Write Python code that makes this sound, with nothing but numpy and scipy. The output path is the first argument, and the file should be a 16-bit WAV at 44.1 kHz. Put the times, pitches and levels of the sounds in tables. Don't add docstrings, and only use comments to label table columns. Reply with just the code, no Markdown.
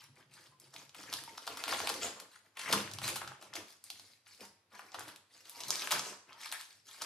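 import sys
import numpy as np
from scipy import signal
from scipy.fft import rfft, irfft, next_fast_len
from scipy.io import wavfile
from scipy.ndimage import uniform_filter1d

SR = 44100
rng = np.random.default_rng(int(sys.argv[2]) if len(sys.argv) > 2 else 0)


def int16_out(signal):
    q = np.round(np.clip(np.atleast_2d(signal).T, -1, 1) * 32767)
    wavfile.write(sys.argv[1], SR, q.astype(np.int16))


N = 310905


def amp(db):
    return 10 ** (np.asarray(db) / 20)


def unit(x):
    return x / np.sqrt(np.mean(x ** 2) + 1e-20)


def along(points, hz):
    point_hz, values = np.transpose(points)
    return np.interp(np.log(hz + 1), np.log(point_hz), values)


def curves(rows):
    times, *columns = np.transpose(rows)
    return [np.interp(np.arange(N) / SR, times, column) for column in columns]


def filtered(x, response):
    n = x.shape[-1]
    padded = next_fast_len(n + SR // 2)
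    spectrum = rfft(x, padded) * response(np.fft.rfftfreq(padded, 1 / SR))
    return irfft(spectrum, padded)[..., :n]


def coloured(x, spectrum, size=4096):
    cepstrum = irfft(np.log(amp(along(spectrum, np.fft.rfftfreq(size, 1 / SR)))))
    cepstrum[1:size // 2] *= 2
    cepstrum[size // 2:] = 0
    pulse = irfft(np.exp(rfft(cepstrum)))
    return signal.fftconvolve(x, pulse / np.linalg.norm(pulse))[:N]


# (frequency [Hz], correlation [-])
CORRELATION = [(100, .998), (300, 0.95), (640, 0.81), (1400, 0.19), (3000, 0.32), (7000, -0.15),
               (11000, 0.79), (14000, -1.6)]


def diffuse(n):
    def mid_side_gains(hz):
        turn = np.arccos(np.clip(along(CORRELATION, hz), -1, 1)) / 2
        return np.array([np.cos(turn), np.sin(turn)])

    mid, side = filtered(rng.standard_normal((2, n)), mid_side_gains)
    return np.array([mid + side, mid - side])


# (frequency [Hz], relative level [dB])
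AIR_COLOUR = [(25, -9), (45, 9.5), (70, -9.5), (98, 18.5), (125, 9), (200, 5), (500, 4.5), (1200, 3),
              (2500, 0), (5000, -3.5), (8000, -13), (13000, -8), (16000, -41.5)]


def air():
    hiss = filtered(diffuse(N), lambda hz: amp(along(AIR_COLOUR, hz)))
    return amp(-77.0) * unit(hiss)


# (frequency [Hz], time to fall 60 dB [s])
ROOM_DECAY = [(80, 0.15), (250, 0.41), (1000, 0.54), (4000, 0.52), (8000, 0.5), (14000, 0.28)]
# (frequency [Hz], level relative to the direct sound [dB])
TAIL_LEVEL = [(100, 9.5), (500, -3), (1500, -1.5), (5000, -2), (10000, -1.5), (15000, 1)]


def room_tail():
    hz, t, noise = signal.stft(diffuse(SR), SR, nperseg=256)
    decay = amp(-60 * t / along(ROOM_DECAY, hz)[:, None])
    build_up = 1 - np.exp(-t / 0.0015)
    early = 1 + 1.0 * np.exp(-t / 0.021)
    fade = decay * build_up * early
    fade *= amp(along(TAIL_LEVEL, hz))[:, None] / np.sqrt(SR * np.mean(fade ** 2, axis=1, keepdims=True))
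    return signal.istft(noise * fade, SR, nperseg=256)[1]


# (frequency [Hz], width [Hz], level before halving [dB])
STANDING_WAVES = [(76, 2.3, -9), (101.8, 7.9, 10.5), (135.9, 9.7, 12.5), (195.4, 6.3, 8.5)]


def standing_waves(hz):
    modes = sum(amp(db) * 1j * hz * width / (centre * centre - hz * hz + 1j * hz * width)
                for centre, width, db in STANDING_WAVES)
    return 1 + modes / 2


def room(x, count=10):
    out = np.zeros((2, N + 2 * SR))
    for part in np.array_split(np.arange(N), count):
        wet = signal.fftconvolve(x[part][None], room_tail(), axes=1)
        out[:, part[0]:part[0] + wet.shape[1]] += wet
    return filtered(out[:, :N], standing_waves)


# (frequency [Hz], left minus right [dB])
LEFT_BALANCE = [(200, 4.5), (500, -1.5), (1100, 0), (2000, 8), (4000, 0.5), (12000, 1)]


def direct_sound(bag):
    lag_ms = 0.019

    def left(hz):
        return amp(along(LEFT_BALANCE, hz) / 2) * np.exp(1j * np.pi * hz * lag_ms / 10 ** 3)

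    return filtered(bag, lambda hz: np.array([left(hz), 1 / left(hz)]))


def crackle(rate, spread_db, t60, rub_db):
    starts = rng.random(N) < rate / SR
    sizes = amp(spread_db * np.clip(rng.standard_normal(N), -2, 2))
    fade = amp(-60 * np.arange(SR // 10) / SR / t60)
    power = np.abs(signal.fftconvolve(starts * sizes ** 2, fade ** 2)[:N])
    envelope = np.sqrt(power / power.mean() + amp(rub_db) ** 2)
    return unit(envelope * rng.standard_normal(N))


ATTACK_DB_PER_S, EASE_DB_PER_S, SETTLE_DB_PER_S = 596, 10, 245.5


def efforts(moves):
    t = np.arange(N) / SR
    power = np.zeros((len(moves[0]) - 2, N))
    for start, length, *levels_db in moves:
        near = slice(max(0, round(start * SR) - SR // 4), round((start + length) * SR) + SR // 2)
        age = t[near] - start
        attack_db = ATTACK_DB_PER_S * np.minimum(age, 0)
        ease_db = EASE_DB_PER_S * np.maximum(age, 0)
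        settle_db = SETTLE_DB_PER_S * np.maximum(age - length, 0)
        power[:, near] += np.outer(amp(levels_db), amp(attack_db - ease_db - settle_db)) ** 2
    return np.sqrt(power)


# (start time [s], length [s], level [dB])
WEIGHT_SHIFTS = [(.02, 1, -80), (1.05, 0.18, -79), (1.48, .04, -77), (1.69, 0.23, -74.5),
                 (2.02, 0.063, -73), (2.67, 0.32, -65.5), (3.02, 0.089, -63), (3.2, 0.085, -69),
                 (3.48, 0.13, -78), (3.93, 0.13, -83), (4.42, 0.07, -83), (4.98, 0.07, -72.5),
                 (5.58, .1, -79), (5.92, .08, -73), (7.02, .05, -84)]
# (frequency [Hz], relative level [dB])
KNOCK_COLOUR = [(25, -34), (50, -27), (75, -7), (130, -1.5), (180, -4.5), (300, -5), (600, -20.5),
                (2000, -53.5)]


def knocks():
    weight, = efforts(WEIGHT_SHIFTS)
    return coloured(weight * crackle(rate=80, spread_db=3, t60=.05, rub_db=-5), KNOCK_COLOUR)


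# (time [s], level [dB])
SLAPS = [(2.736, -47.5), (5.926, -63.5)]
# (frequency [Hz], relative level [dB], time to fall 60 dB [s])
BOOM_MODES = [(79, -8, .12), (102.3, -23, 0.15), (136.4, -26, 0.48), (173, -1.5, 0.15), (204, -0.5, 0.39),
              (340, 17, 0.041), (422, 6.5, 0.16)]


def slaps():
    out = np.zeros(N)
    t = np.arange(SR // 4) / SR
    ringing = sum(amp(db - 60 * t / t60) * np.sin(2 * np.pi * hz * t) for hz, db, t60 in BOOM_MODES)
    boom = ringing * (1 - np.exp(-t / 0.0013))
    for s, db in SLAPS:
        out[round(s * SR):][:len(t)] += amp(db) * boom
    return out


# (time [s], pitch [Hz], level [dB])
TOOTH_SLIP = [(2.019, 6860, -70), (2.025, 7130, -37), (2.037, 7350, -39), (2.047, 6850, -35),
              (2.06, 7040, -41), (2.072, 6900, -70)]


def squeak():
    pitch_hz, db = curves(TOOTH_SLIP)
    jitter = .048 * unit(uniform_filter1d(rng.standard_normal(N), size=24))
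    t = np.arange(N) / SR
    sounding = (t > TOOTH_SLIP[0][0]) & (t < TOOTH_SLIP[-1][0])
    phase = 2 * np.pi * np.cumsum(pitch_hz * (1 + jitter)) / SR
    return sounding * amp(db) * np.sin(phase)


# (middle time [s], half length [s], pitch [Hz], level [dB])
NARROW_NOISES = [(0.528, 0.011, 1050, -64.5), (1.28, 0.0023, 930, -43.5), (2.05, .016, 8200, -47),
                 (3.91, 0.0042, 4640, -50), (4.432, 0.012, 945, -56), (4.748, 0.023, 960, -60),
                 (4.756, .013, 1650, -58), (5.615, 0.088, 930, -58.5), (6.066, 0.055, 7900, -55.5),
                 (6.075, 0.049, 6150, -51), (6.375, 0.012, 990, -60), (6.544, 0.024, 1740, -47.5),
                 (6.578, .03, 1110, -69)]


def narrow_paper_noises():
    out = np.zeros(N)
    t = np.arange(-SR // 6, SR // 6) / SR
    for s, half, hz, db in NARROW_NOISES:
        swell = np.exp(-(t / half) ** 2)
        ring = signal.lfilter(*signal.iirpeak(hz, Q=7, fs=SR), swell * rng.standard_normal(len(t)))
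        level = amp(db) * np.linalg.norm(swell) / np.linalg.norm(ring)
        out[round((s + t[0]) * SR):][:len(t)] += level * ring
    return out


def shifting_colour(x, depth_db, size=256):
    z = signal.stft(x, nperseg=size)[2]
    field = uniform_filter1d(rng.standard_normal(z.shape), size=5, axis=0)
    field = uniform_filter1d(field, size=5, axis=1)
    gains = unit(amp(depth_db * unit(field)))
    return signal.istft(z * gains, nperseg=size)[1][:N]


# (start time [s], length [s],
# small folds level [dB], stiff creases level [dB], wide panels level [dB])
BAG_MOVES = [(0, 0.034, -60, -61.5, -75), (.17, 0.022, -67, -65.5, -69), (.33, 0.14, -62.5, -66.5, -72),
             (.62, 0.046, -65, -70.5, -75), (.74, 0.083, -59, -62.5, -67.5), (.97, 0.13, -55.5, -57.5, -62),
             (1.12, 0.071, -51, -55, -59), (1.26, 0.38, -59, -66, -65.5), (1.48, 0.052, -54, -51, -54),
             (1.58, 0.21, -49, -51.5, -58.5), (1.69, 0.27, -46, -46, -50.5), (2.02, 0.047, -43, -45, -49),
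             (2.15, 0.076, -66, -61.5, -66), (2.32, 0.03, -61.5, -64.5, -81), (2.45, 0.015, -73, -74, -77),
             (2.595, 0.11, -48.5, -47.5, -63), (2.69, .1, -44.5, -43, -46), (2.84, 0.24, -61, -62, -63),
             (3.045, 0.054, -41.5, -46, -48.5), (3.16, 0.14, -63, -55, -61), (3.42, 0.036, -60, -59, -62),
             (3.558, 0.012, -49.5, -46.5, -54), (3.68, 0.036, -58.5, -67.5, -86),
             (3.85, .27, -60, -77.5, -76.5), (4.28, 0.071, -60.5, -73, -80), (4.41, 0.036, -54, -65.5, -65),
             (4.73, .15, -62.5, -65, -68.5), (4.945, 0.16, -59.5, -57, -62), (5.32, 0.1, -63.5, -74.5, -77),
             (5.46, 0.12, -58, -69, -73.5), (5.57, 0.14, -51.5, -70, -62), (5.72, 0.13, -43.5, -46, -57),
             (5.93, 0.045, -41, -41.5, -48), (6.05, 0.049, -52, -53, -55.5),
             (6.29, 0.22, -67.5, -61, -72.5), (6.41, .06, -50, -57, -80), (6.53, 0.087, -54, -57, -82),
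             (6.69, 0.07, -65, -95, -84), (6.88, 0.17, -54.5, -65.5, -75.5), (7.025, .05, -50, -50.5, -55)]
# (frequency [Hz], relative level [dB])
FOLD_COLOUR = [(500, -26.5), (1400, -4), (2200, 1), (3000, -1), (4700, 6.5), (7000, 0), (10500, -3),
               (13000, -8), (16000, -21.5)]
CREASE_COLOUR = [(350, -36.5), (620, -24), (850, -1), (1100, 1.5), (1500, -1), (2200, -4), (3200, -5.5),
                 (10000, -60)]
PANEL_COLOUR = [(110, -41.5), (200, -8), (350, 0), (550, 1.5), (720, 1), (1100, -15.5), (2200, -35),
                (10000, -60.5)]


def crinkle():
    on_folds, on_creases, on_panels = efforts(BAG_MOVES)
    folds = coloured(on_folds * crackle(rate=500, spread_db=9.0, t60=0.012, rub_db=-1.5), FOLD_COLOUR)
    creases = coloured(on_creases * crackle(rate=320, spread_db=8.0, t60=0.012, rub_db=0.0), CREASE_COLOUR)
    panels = coloured(on_panels * crackle(rate=200, spread_db=5.5, t60=0.013, rub_db=-4), PANEL_COLOUR)
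    return shifting_colour(folds + creases + panels, depth_db=4)


# (time [s], level [dB], panel pop relative to the crack [dB],
# crisp edge relative to the crack [dB], time to fall 60 dB [s], crack pitch [Hz])
CREASE_SNAPS = [(.5994, -53, -17, 4, 0.013, 5900), (.7393, -46.5, -7, -8, 0.024, 4900),
                (.7631, -36.5, -21, -13, .009, 3350), (0.8935, -47, -17, -14, .01, 4300),
                (.946, -48.5, -2, -4.5, 0.04, 2880), (1.1267, -32, -7, -7.5, 0.022, 4100),
                (1.138, -25.5, -15, -7.5, 0.0084, 4670), (1.2376, -41, -8.5, 1, 0.0065, 4300),
                (1.3762, -40, -15, -7, 0.0095, 4500), (1.3788, -35, -0.5, -14, 0.0085, 4330),
                (1.4679, -39, -7, -6, 0.017, 4570), (1.4759, -31.5, 0.5, -10, 0.015, 4000),
                (1.572, -41.5, -2, -1, 0.021, 4200), (1.6388, -23.5, -7, -12, 0.0045, 3750),
                (1.6792, -34, 0, -6, 0.025, 3430), (1.692, -37, 0.5, -5, 0.032, 2900),
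                (1.7253, -38, 11.5, -18, 0.027, 3040), (1.7433, -29.5, -17, -7.5, 0.0063, 3300),
                (1.802, -35, 3.5, -5, 0.017, 3120), (1.8723, -24.5, -5, -8, 0.011, 3160),
                (1.8909, -33, -3.5, -1, 0.033, 4100), (1.8992, -28.5, -0.5, -11, 0.013, 4460),
                (2.2, -41, -7, -2, 0.019, 4000), (2.5703, -39.5, -8, -9, 0.03, 2500),
                (2.5947, -37, -4, -18, 0.015, 3530), (2.6869, -43.5, 2, -7, 0.093, 3300),
                (2.726, -20.5, -10.5, -6.5, 0.033, 4160), (2.7326, -29, 5.5, -5, 0.035, 4740),
                (2.876, -40, -22, -17, 0.019, 2260), (2.9135, -40, -11, -10.5, 0.019, 4430),
                (2.936, -36.5, -26, -4.5, 0.015, 4840), (2.9864, -32, -5, -12, 0.0084, 3940),
                (3.0168, -42, 0.5, -5, .032, 2500), (3.042, -42, 1, 2, 0.013, 4240),
                (3.0792, -30.5, -6, 1.5, 0.011, 3450), (3.0858, -34, -6, -1.5, 0.047, 2930),
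                (3.1569, -37.5, -2.5, 0, 0.074, 4100), (3.2167, -42, 8, -5, 0.011, 3200),
                (3.2762, -39.5, -5, -12, 0.017, 4500), (3.3178, -55, 15, -12, .012, 2770),
                (3.425, -46.5, -1, -2, 0.014, 4500), (3.537, -34, -9, -13, 0.0056, 4370),
                (3.5536, -36.5, -7.5, -6, 0.033, 3850), (3.8403, -41, -17, -0.5, 0.0076, 6640),
                (3.9019, -32.5, -15, -6.5, 0.011, 4040), (3.9962, -45.5, -6, -6, 0.008, 4350),
                (4.267, -55, -8, -16.5, 0.025, 2350), (4.7931, -44.5, 5.5, -6.5, 0.012, 2250),
                (4.9188, -45, -12, -24, .009, 4950), (4.943, -41.5, 3.5, -11, 0.042, 3500),
                (4.987, -44.5, 8.5, -23, 0.012, 2660), (4.994, -41.5, -9, 4.5, 0.0088, 4680),
                (5.007, -45.5, 4, -9, 0.018, 4220), (5.0793, -48, -15, -3.5, 0.067, 3720),
                (5.1604, -45.5, -17, -2, 0.01, 3630), (5.496, -44, -14, 8, 0.0067, 4600),
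                (5.6045, -35.5, -18, -9, 0.015, 4600), (5.6356, -32.5, -22, -20, 0.0093, 4850),
                (5.6817, -39, -17, 0, .039, 5100), (5.7054, -16, -14.5, -10.5, 0.0058, 5160),
                (5.7495, -38, -9, -14, .011, 2900), (5.7561, -26.5, -15, -8, 0.0053, 4400),
                (5.8401, -45, -2, 0, 0.031, 3320), (5.8734, -29, -5.5, -5, .009, 2270),
                (5.9078, -31, -4, -3, 0.019, 3200), (5.9127, -28, -5, -3.5, 0.032, 3030),
                (5.9184, -25.5, -3, -4.5, 0.047, 4700), (5.922, -33, -13, -10, 0.022, 4200),
                (5.9938, -27.5, -5.5, -14, 0.013, 5150), (6.3298, -44, -15, -22, 0.0078, 4000),
                (6.4195, -58, 0, -8, 0.05, 3400), (6.4579, -38, -12, -3, 0.0066, 3260),
                (6.5164, -33, -27, -9, 0.0096, 4700), (6.524, -32.5, -6, 1, 0.016, 3200),
                (6.6114, -39, -20, -1.5, 0.0087, 3620), (7.0144, -42, 3, -15, 0.011, 4200),
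                (7.0192, -30.5, -5.5, -7, .02, 4940)]


def snaps():
    t = np.arange(-SR // 50, SR // 12) / SR
    age = np.maximum(t, 0)
    out = np.zeros(N + SR)
    for s, db, pop_db, edge_db, t60, crack_hz in CREASE_SNAPS:
        fade = amp(-60 * age / t60) * (t >= 0)
        rise = 1 - np.exp(-age / (0.24 * t60 ** 2))
        # (low Hz, high Hz, dB, filter order)
        parts = [(680, 1550, pop_db, 3),
                 (crack_hz * .68, crack_hz * 1.4, 0, 2),
                 (6800, 12500, edge_db, 2)]
        for low_hz, high_hz, part_db, order in parts:
            spectrum = rfft(fade * rise * rng.standard_normal(len(t)))
            even = irfft(spectrum / (np.abs(spectrum) + 1e-9) ** .6, len(t))
            burst = signal.lfilter(*signal.butter(order, [low_hz, high_hz], "band", fs=SR), even)
            level = amp(db + part_db) * np.linalg.norm(fade) / np.linalg.norm(burst)
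            out[round((s + t[0]) * SR):][:len(t)] += level * burst
    return out[:N]


def scene():
    bag = knocks() + slaps() + squeak() + narrow_paper_noises() + crinkle() + snaps()
    return air() + room(bag) + direct_sound(bag)


# (frequency [Hz], level [dB])
OVERALL_TONE = [(25, -16), (45, -28.5), (70, 0.5), (12500, -1), (14000, 5), (15200, -14)]
TOP_HZ = 16200


def record(dry):
    return filtered(dry, lambda hz: amp(along(OVERALL_TONE, hz)) * (hz < TOP_HZ))


dry = scene()
out = record(dry)
int16_out(out)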